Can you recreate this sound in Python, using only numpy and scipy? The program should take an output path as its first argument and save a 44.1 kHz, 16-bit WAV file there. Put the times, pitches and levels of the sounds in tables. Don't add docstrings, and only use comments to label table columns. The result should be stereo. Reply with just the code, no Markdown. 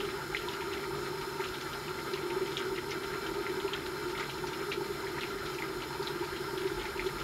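import sys
import numpy as np
from scipy import signal
from scipy.fft import rfft, irfft, next_fast_len
from scipy.io import wavfile
from scipy.ndimage import uniform_filter1d, map_coordinates

SR = 44100
rng = np.random.default_rng(int(sys.argv[2]) if len(sys.argv) > 2 else 0)


def volts_from_decibels(level):
    exponent = np.asarray(level, float) / 20
    return 10 ** exponent


def master(y):
    cut = np.clip(np.atleast_2d(y).T, -1, 1)
    pcm = np.round(cut * 32767)
    wavfile.write(sys.argv[1], SR, pcm.astype(np.int16))


N = 318843


def unit(x):
    return x / np.sqrt(np.mean(x ** 2) + 1e-20)


def along(points, hz):
    point_hz, value = np.transpose(points)
    return np.interp(np.log(hz + 1), np.log(point_hz + 1), value)


def envelope(rows):
    s, db = np.transpose(rows)
    return np.interp(np.arange(N) / SR, s, db)


def wobble(rate):
    knots = rng.standard_normal(int(N * rate / SR) + 4)
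    return map_coordinates(knots, [np.arange(N) * rate / SR])


def filtered(x, response):
    m = next_fast_len(N + 8192)
    return irfft(rfft(x, m) * response(np.fft.rfftfreq(m, 1 / SR)), m)[..., :N]


def humps(modes, hz):
    return sum(volts_from_decibels(db) ** 2 / (1 + ((hz - center) / width) ** 2) ** 2 for center, width, db in modes)


def rush(power, patchy_db):
    # frequency in Hz, correlation coefficient.
    likeness = [(50, .9995), (150, .993), (430, .996), (640, .84), (1400, .8), (3100, .62), (6800, .5),
                (15000, .44)]
    z = signal.stft(rng.standard_normal((2, N)), nperseg=512)[2]
    field = uniform_filter1d(rng.standard_normal(z.shape[1:]), 5, 0)
    field = uniform_filter1d(field, 6, 1)
    pair = signal.istft(z * volts_from_decibels(patchy_db * unit(field)), nperseg=512)[1][:, :N]

    def split(hz):
        angle = np.arccos(np.clip(along(likeness, hz), -1, 1)) / 2
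        return np.sqrt(power(hz)) * [np.cos(angle), np.sin(angle)]

    mid, side = filtered(pair, split)
    return unit(np.array([mid + side, mid - side]))


def chirps(s, db, hz, cycles):
    life = cycles / hz
    t = np.arange(int(6 * life.max() * SR)) / SR
    age = t / life[:, None]
    swell = (age * np.exp(1 - age)) ** 2
    ring = np.sin(2 * np.pi * hz[:, None] * t * (1 + 0.0074 * age))
    wave = volts_from_decibels(db)[:, None] * swell * ring
    first = np.clip(np.round(s * SR).astype(int), 0, N)
    at = first[:, None] + np.arange(len(t))
    return np.bincount(at.ravel(), wave.ravel(), N + len(t) + 1)[:N]


def simmer():
    # time in seconds, level in dB.
    vigour = [(0.0, -39.5), (0.16, -45), (0.36, -44), (0.86, -42), (1.75, -46), (2.39, -40), (2.78, -42.5),
              (4.25, -42.5), (4.37, -43.5), (4.75, -42), (6.14, -44), (7.23, -43)]
    # resonance in Hz, width in Hz, level in dB.
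    trapped_air = [(197, 10.6, -11), (252, 8.7, -13), (327, 16, -3.5), (351, 8.3, -0.5), (367, 19, 1.5),
                   (398.1, 17.2, 2), (435, 15, -17), (450, 45, -15.5)]
    # resonance in Hz, width in Hz, level in dB.
    rim_modes = [(871, 28, -2.5), (909, 13, 2.5), (962, 24, -3.5)]
    # resonance in Hz, width in Hz, level in dB.
    wall_modes = [(1253, 53, 1.5), (1360, 37, -0.5), (1379, 39, 3), (1453, 32, -0.5), (1584, 62, -1.5),
                  (1785, 200, -9.5), (2030, 33, -6.5), (2100, 52, -9.5), (2310, 32, -6), (2600, 23, -11),
                  (3100, 53, -8.5), (3520, 97, -11)]
    # frequency in Hz, level in dB per Hz.
    stew = [(150, -33), (230, -3.5), (600, -9.5), (1100, -8), (2400, -18.5), (3800, -24.5), (6000, -60)]
    # time in seconds, peak in dB, pitch in Hz.
    heaves = [(0.03, -27.5, 380), (0.322, -29.5, 363), (1.391, -32, 380), (2.78, -30, 350),
              (4.775, -28, 374), (7.06, -23.5, 371), (4.812, -29.5, 379), (6.975, -31, 375),
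              (0.598, -30, 368), (0.781, -32, 374), (2.06, -47, 367), (2.135, -24, 383),
              (2.362, -24.5, 378), (2.412, -24.5, 367), (2.544, -38, 373), (2.731, -27, 381),
              (3.152, -33.5, 399), (3.495, -27.5, 351), (3.569, -29.5, 370), (3.646, -23, 375),
              (4.56, -39, 369), (4.897, -34, 398), (5.354, -31, 391), (5.996, -25.5, 382),
              (6.156, -28.5, 340), (6.207, -26.5, 350.5), (6.397, -35, 386), (6.531, -27.5, 367),
              (6.573, -29, 349), (6.651, -22, 365)]
    boil_db = envelope(vigour)
    swing_db = boil_db - boil_db.mean()
    drum_db = boil_db + 2.34 + 0.74 * wobble(14)
    rim_db = -50.5 + 0.34 * swing_db + 0.79 * wobble(8.3)
    wall_db = -42.5 + 0.19 * swing_db + 1.17 * wobble(24)
    drum = volts_from_decibels(drum_db) * rush(lambda hz: humps(trapped_air, hz), patchy_db=-0.7)
    rim = volts_from_decibels(rim_db) * rush(lambda hz: humps(rim_modes, hz), patchy_db=2.8)
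    wall = volts_from_decibels(wall_db) * rush(lambda hz: humps(wall_modes, hz) + volts_from_decibels(along(stew, hz)) ** 2, patchy_db=1.18)
    s, db, hz = np.transpose(heaves)
    return drum + rim + wall + chirps(s - .003, db - 3.0, hz, cycles=3.87)


def burner():
    # time in seconds, level in dB.
    flutter = [
        (0, -58),
        (1.35, -60),
        (2.5, -64),
        (2.7, -60),
        (3.45, -54),
        (3.8, -59),
        (5.6, -59),
        (6.5, -58),
        (7.23, -46),
    ]
    # frequency in Hz, level in dB per Hz.
    flutter_spectrum = [(15, -43), (25, -14), (33, -4), (45, 10), (56, -6), (75, -39.5)]
    # frequency in Hz, level in dB per Hz.
    roar_spectrum = [(35, -36), (60, 0.5), (102, -2.5), (125, -8.5), (200, -11), (270, -23), (330, -31)]
    # resonance in Hz, width in Hz, level in dB.
    hum_modes = [(143, 13.3, 0)]
    # resonance in Hz, width in Hz, level in dB.
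    jet_modes = [(4140, 223, -1.5), (5220, 200, -3), (6920, 180, -8.5), (7080, 350, -15.5),
                 (8670, 76, -9.5), (9800, 380, -12), (10130, 150, -15), (11100, 80, -14),
                 (11460, 180, -13.5), (12500, 120, -14), (12300, 100, -11), (13300, 200, -17),
                 (15000, 160, -34), (15800, 250, -30)]
    # frequency in Hz, level in dB per Hz.
    hiss_spectrum = [(2000, -17.5), (3600, -11.5), (4800, -10), (5900, -15.5), (8100, -18), (10700, -29.5),
                     (12000, -16), (14400, -30), (15700, -22)]
    rumble = rush(lambda hz: volts_from_decibels(along(flutter_spectrum, hz)) ** 2, patchy_db=-3.5)
    rumble = volts_from_decibels(envelope(flutter) - 1.2) * rumble
    roar = volts_from_decibels(-55.0) * rush(lambda hz: volts_from_decibels(along(roar_spectrum, hz)) ** 2, patchy_db=-1.3)
    hum = volts_from_decibels(-52 + 0.3 * wobble(3)) * rush(lambda hz: humps(hum_modes, hz), patchy_db=0.0)
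    hiss = rush(lambda hz: humps(jet_modes, hz) + volts_from_decibels(along(hiss_spectrum, hz)) ** 2, patchy_db=0.93)
    return rumble + roar + hum + volts_from_decibels(-49 + 0.49 * wobble(12)) * hiss


def strays(count=40):
    when, size, pitch = rng.random((count, 3)).T
    octaves = 1.1 * pitch ** 2
    return np.transpose([when * N / SR, -44 + 5 * size, 1900 * 2 ** octaves])


def bursts(count=14):
    # time in seconds, peak in dB, pitch in Hz, splash in dB re the peak.
    pops = [(0.004, -28.5, 2800, -8), (0.3479, -19, 2100, -14.5), (0.369, -25.5, 3020, -8),
            (0.4867, -25.5, 3500, -14), (0.7312, -32.5, 2960, -1.5), (1.4046, -32.5, 2140, -5),
            (1.44, -30, 2600, -5), (1.542, -31, 3530, -5), (2.1367, -28, 4040, -4.5),
            (2.57, -19.5, 3360, -13), (2.7796, -32, 2100, -3), (2.917, -33.5, 2080, -2),
            (3.466, -26, 2040, -13), (3.6014, -29, 3370, -11), (3.68, -29.5, 2600, -11),
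            (3.734, -24, 3100, -5.5), (4.1973, -31, 1980, -2.5), (4.2287, -28.5, 2000, -14),
            (4.2962, -33, 3100, -2), (4.718, -23.5, 2580, -6), (5.1836, -31, 1890, -5),
            (5.2097, -28.5, 3560, -5), (5.234, -25, 2530, -11), (5.586, -29.5, 2360, -8),
            (5.6228, -24.5, 2030, -15), (5.8214, -31, 2900, -6), (6.0287, -28, 4530, -10),
            (6.0724, -23, 3780, -10), (6.8533, -31.5, 2030, -4), (6.9952, -21.5, 2170, -13)]
    # time in seconds, peak in dB, pitch in Hz.
    spits = [(0.0485, -34, 3000), (0.0887, -35, 2230), (0.6083, -31.5, 2350), (0.7163, -34, 2020),
             (0.773, -34, 2060), (0.8387, -33.5, 2030), (1.061, -37, 2020), (1.881, -33, 2600),
             (1.9879, -33, 2080), (2.175, -33, 2030), (2.3026, -31.5, 2370), (2.4607, -34, 3030),
             (2.4778, -35, 2230), (2.6035, -35, 2070), (3.034, -34, 3520), (3.1387, -33, 1800),
             (3.265, -32, 3000), (3.4945, -35, 1960), (3.8616, -33, 3700), (4.0996, -39, 3570),
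             (4.1515, -34, 2000), (5.0686, -32, 1860), (6.33, -34, 1750), (6.3633, -33.5, 3020),
             (6.577, -31.5, 3400), (6.7979, -35, 3080), (6.975, -35, 2600), (7.0646, -32, 3350),
             (7.0908, -35, 2010), (7.1846, -34.5, 2140)]
    # time in seconds, spray in dB, pitch in Hz.
    sprays = [(0.099, -36, 3470), (0.5314, -35, 4060), (1.2086, -34, 3220), (1.483, -36, 4020),
              (1.6082, -31.5, 4340), (1.7295, -33.5, 3210), (2.47, -36, 7000), (2.515, -35, 3300),
              (2.575, -31, 5800), (2.756, -36, 2700), (2.891, -41, 2930), (2.906, -29, 5230),
              (3.3348, -36, 3540), (4.096, -34, 5000), (4.1746, -33, 3420), (4.2, -33.5, 5000),
              (4.377, -37, 3800), (4.4686, -32, 5000), (4.531, -32, 2600), (4.73, -32, 2600),
              (5.084, -41, 3500), (5.46, -32.5, 3630), (5.5444, -35, 5800), (6.248, -39, 5270),
              (6.3, -39, 3000), (6.6682, -33.5, 3550), (6.812, -32.5, 3100), (7.1988, -33.5, 3490)]
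    # lowest Hz, highest Hz, level in dB, mean delay in s, dB lost by the smallest.
    droplets = [(1800, 2490, -2, .011, 1), (2600, 4140, 0, .012, 0.5), (4200, 6900, -1, .016, 2.5)]
    small = [(*row, -5.5) for row in [*spits, *strays()]]
    sprayed = [(s, db - 6, hz, 3) for s, db, hz in sprays]
    s, db, hz, splash_db = np.transpose([*pops, *sprayed, *small])
    out = chirps(s - .0004, db - .4, hz, cycles=2.0)
    out += chirps(s + 0.0053, db - 10.5, 0.953 * hz, cycles=2.8)
    for low, high, level_db, delay, small_db in droplets:
        octaves_away = np.abs(np.log2(np.sqrt(low * high) / hz))
        share_db = splash_db - 7.5 * octaves_away
        wait, pitch, size = rng.random((len(s), 3, count)).transpose(1, 0, 2)
        late = .0008 - delay * np.log(1 - .95 * wait)
        loud_db = (db + share_db + level_db)[:, None] - small_db * pitch - 6 * size
        loud_db -= 250 * late
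        droplet_hz = low * (high / low) ** pitch
        out += chirps((s[:, None] + late).ravel(), loud_db.ravel(), droplet_hz.ravel(), cycles=2.7)
    return out


def fizz(count=2000):
    when, pitch, size = rng.random((count, 3)).T
    clump_db = 3.3 * wobble(35)[(when * N).astype(int)]
    loud_db = -50.0 + clump_db + 9 * size - 6 * pitch
    return chirps(when * N / SR, loud_db, 1800 * np.exp(1.1 * pitch), cycles=1.48)


def blobs():
    # time in seconds, peak in dB, pitch in Hz.
    large = [(0.327, -39, 820), (0.434, -42, 910), (0.479, -32.5, 950), (0.618, -33.5, 910),
             (0.908, -36.5, 875), (1.208, -36.5, 915), (1.395, -32.5, 894), (2.156, -36, 980),
             (3.686, -33.5, 950), (4.202, -35, 876), (4.288, -37, 880), (4.439, -31.5, 880),
             (4.519, -38, 910), (4.684, -39, 920), (4.808, -34, 866), (5.035, -36, 940), (5.6, -34, 874),
             (6.44, -39, 995), (5.177, -36, 955), (5.82, -44, 885), (5.905, -36, 900), (5.948, -33, 895),
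             (5.994, -39, 940), (6.02, -35, 900), (6.224, -32.5, 920), (6.313, -45, 894), (6.484, -37, 900),
             (6.855, -43, 910), (6.945, -47, 910)]
    s, db, hz = np.transpose(large)
    return chirps(s - .001, db - 0.5, hz, cycles=4.0)


def kitchen(x):
    # frequency in Hz, time to fall by 60 dB in seconds.
    room_decay = [(800, 0.14), (3000, 0.22), (9000, 0.13)]
    hz, t, z = signal.stft(rng.standard_normal((2, SR // 3)), SR, nperseg=256)
    fall_db = -60 * t / along(room_decay, hz)[:, None]
    tail = signal.istft(z * volts_from_decibels(fall_db), SR, nperseg=256)[1]
    late = np.pad(x, (130, 0))[None]
    return signal.fftconvolve(late, tail / np.linalg.norm(tail[0]), axes=1)[:, :N]


def ripple(depth_db, width_hz):
    knots = rng.standard_normal(SR // 8)

    def response(hz):
        dense = np.clip(hz / 1000 - 1.5, 0, 1)
        return volts_from_decibels(depth_db * dense * map_coordinates(knots, [hz / width_hz]))

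    return response


def scene():
    steady = filtered(simmer() + burner(), ripple(depth_db=2.5, width_hz=22))
    bubbles = bursts() + fizz() + blobs()
    return bubbles + volts_from_decibels(-7) * kitchen(bubbles) + steady


def low_pass(x):
    return signal.sosfilt(signal.butter(12, 15740, fs=SR, output="sos"), x)


def record(dry):
    # frequency in Hz, left minus right in dB.
    balance = [(200, 0), (380, -.8), (700, -1.6), (1290, -2.8), (2380, -2.5), (4400, -.5), (8120, 0),
               (15000, -1.6)]
    knots = rng.standard_normal(SR // 100)
    half = np.array([[.5], [-.5]])

    def response(hz):
        treble = np.clip(hz / 2000 - 1.5, 0, 1)
        skew_rad = 0.64 * treble * map_coordinates(knots, [hz / 694])
        gain = volts_from_decibels(along(balance, hz) * half)
        return gain * np.exp(1j * skew_rad * half) * (hz < 15750)

    return low_pass(filtered(dry, response))


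dry = scene()
out = record(dry)
master(out)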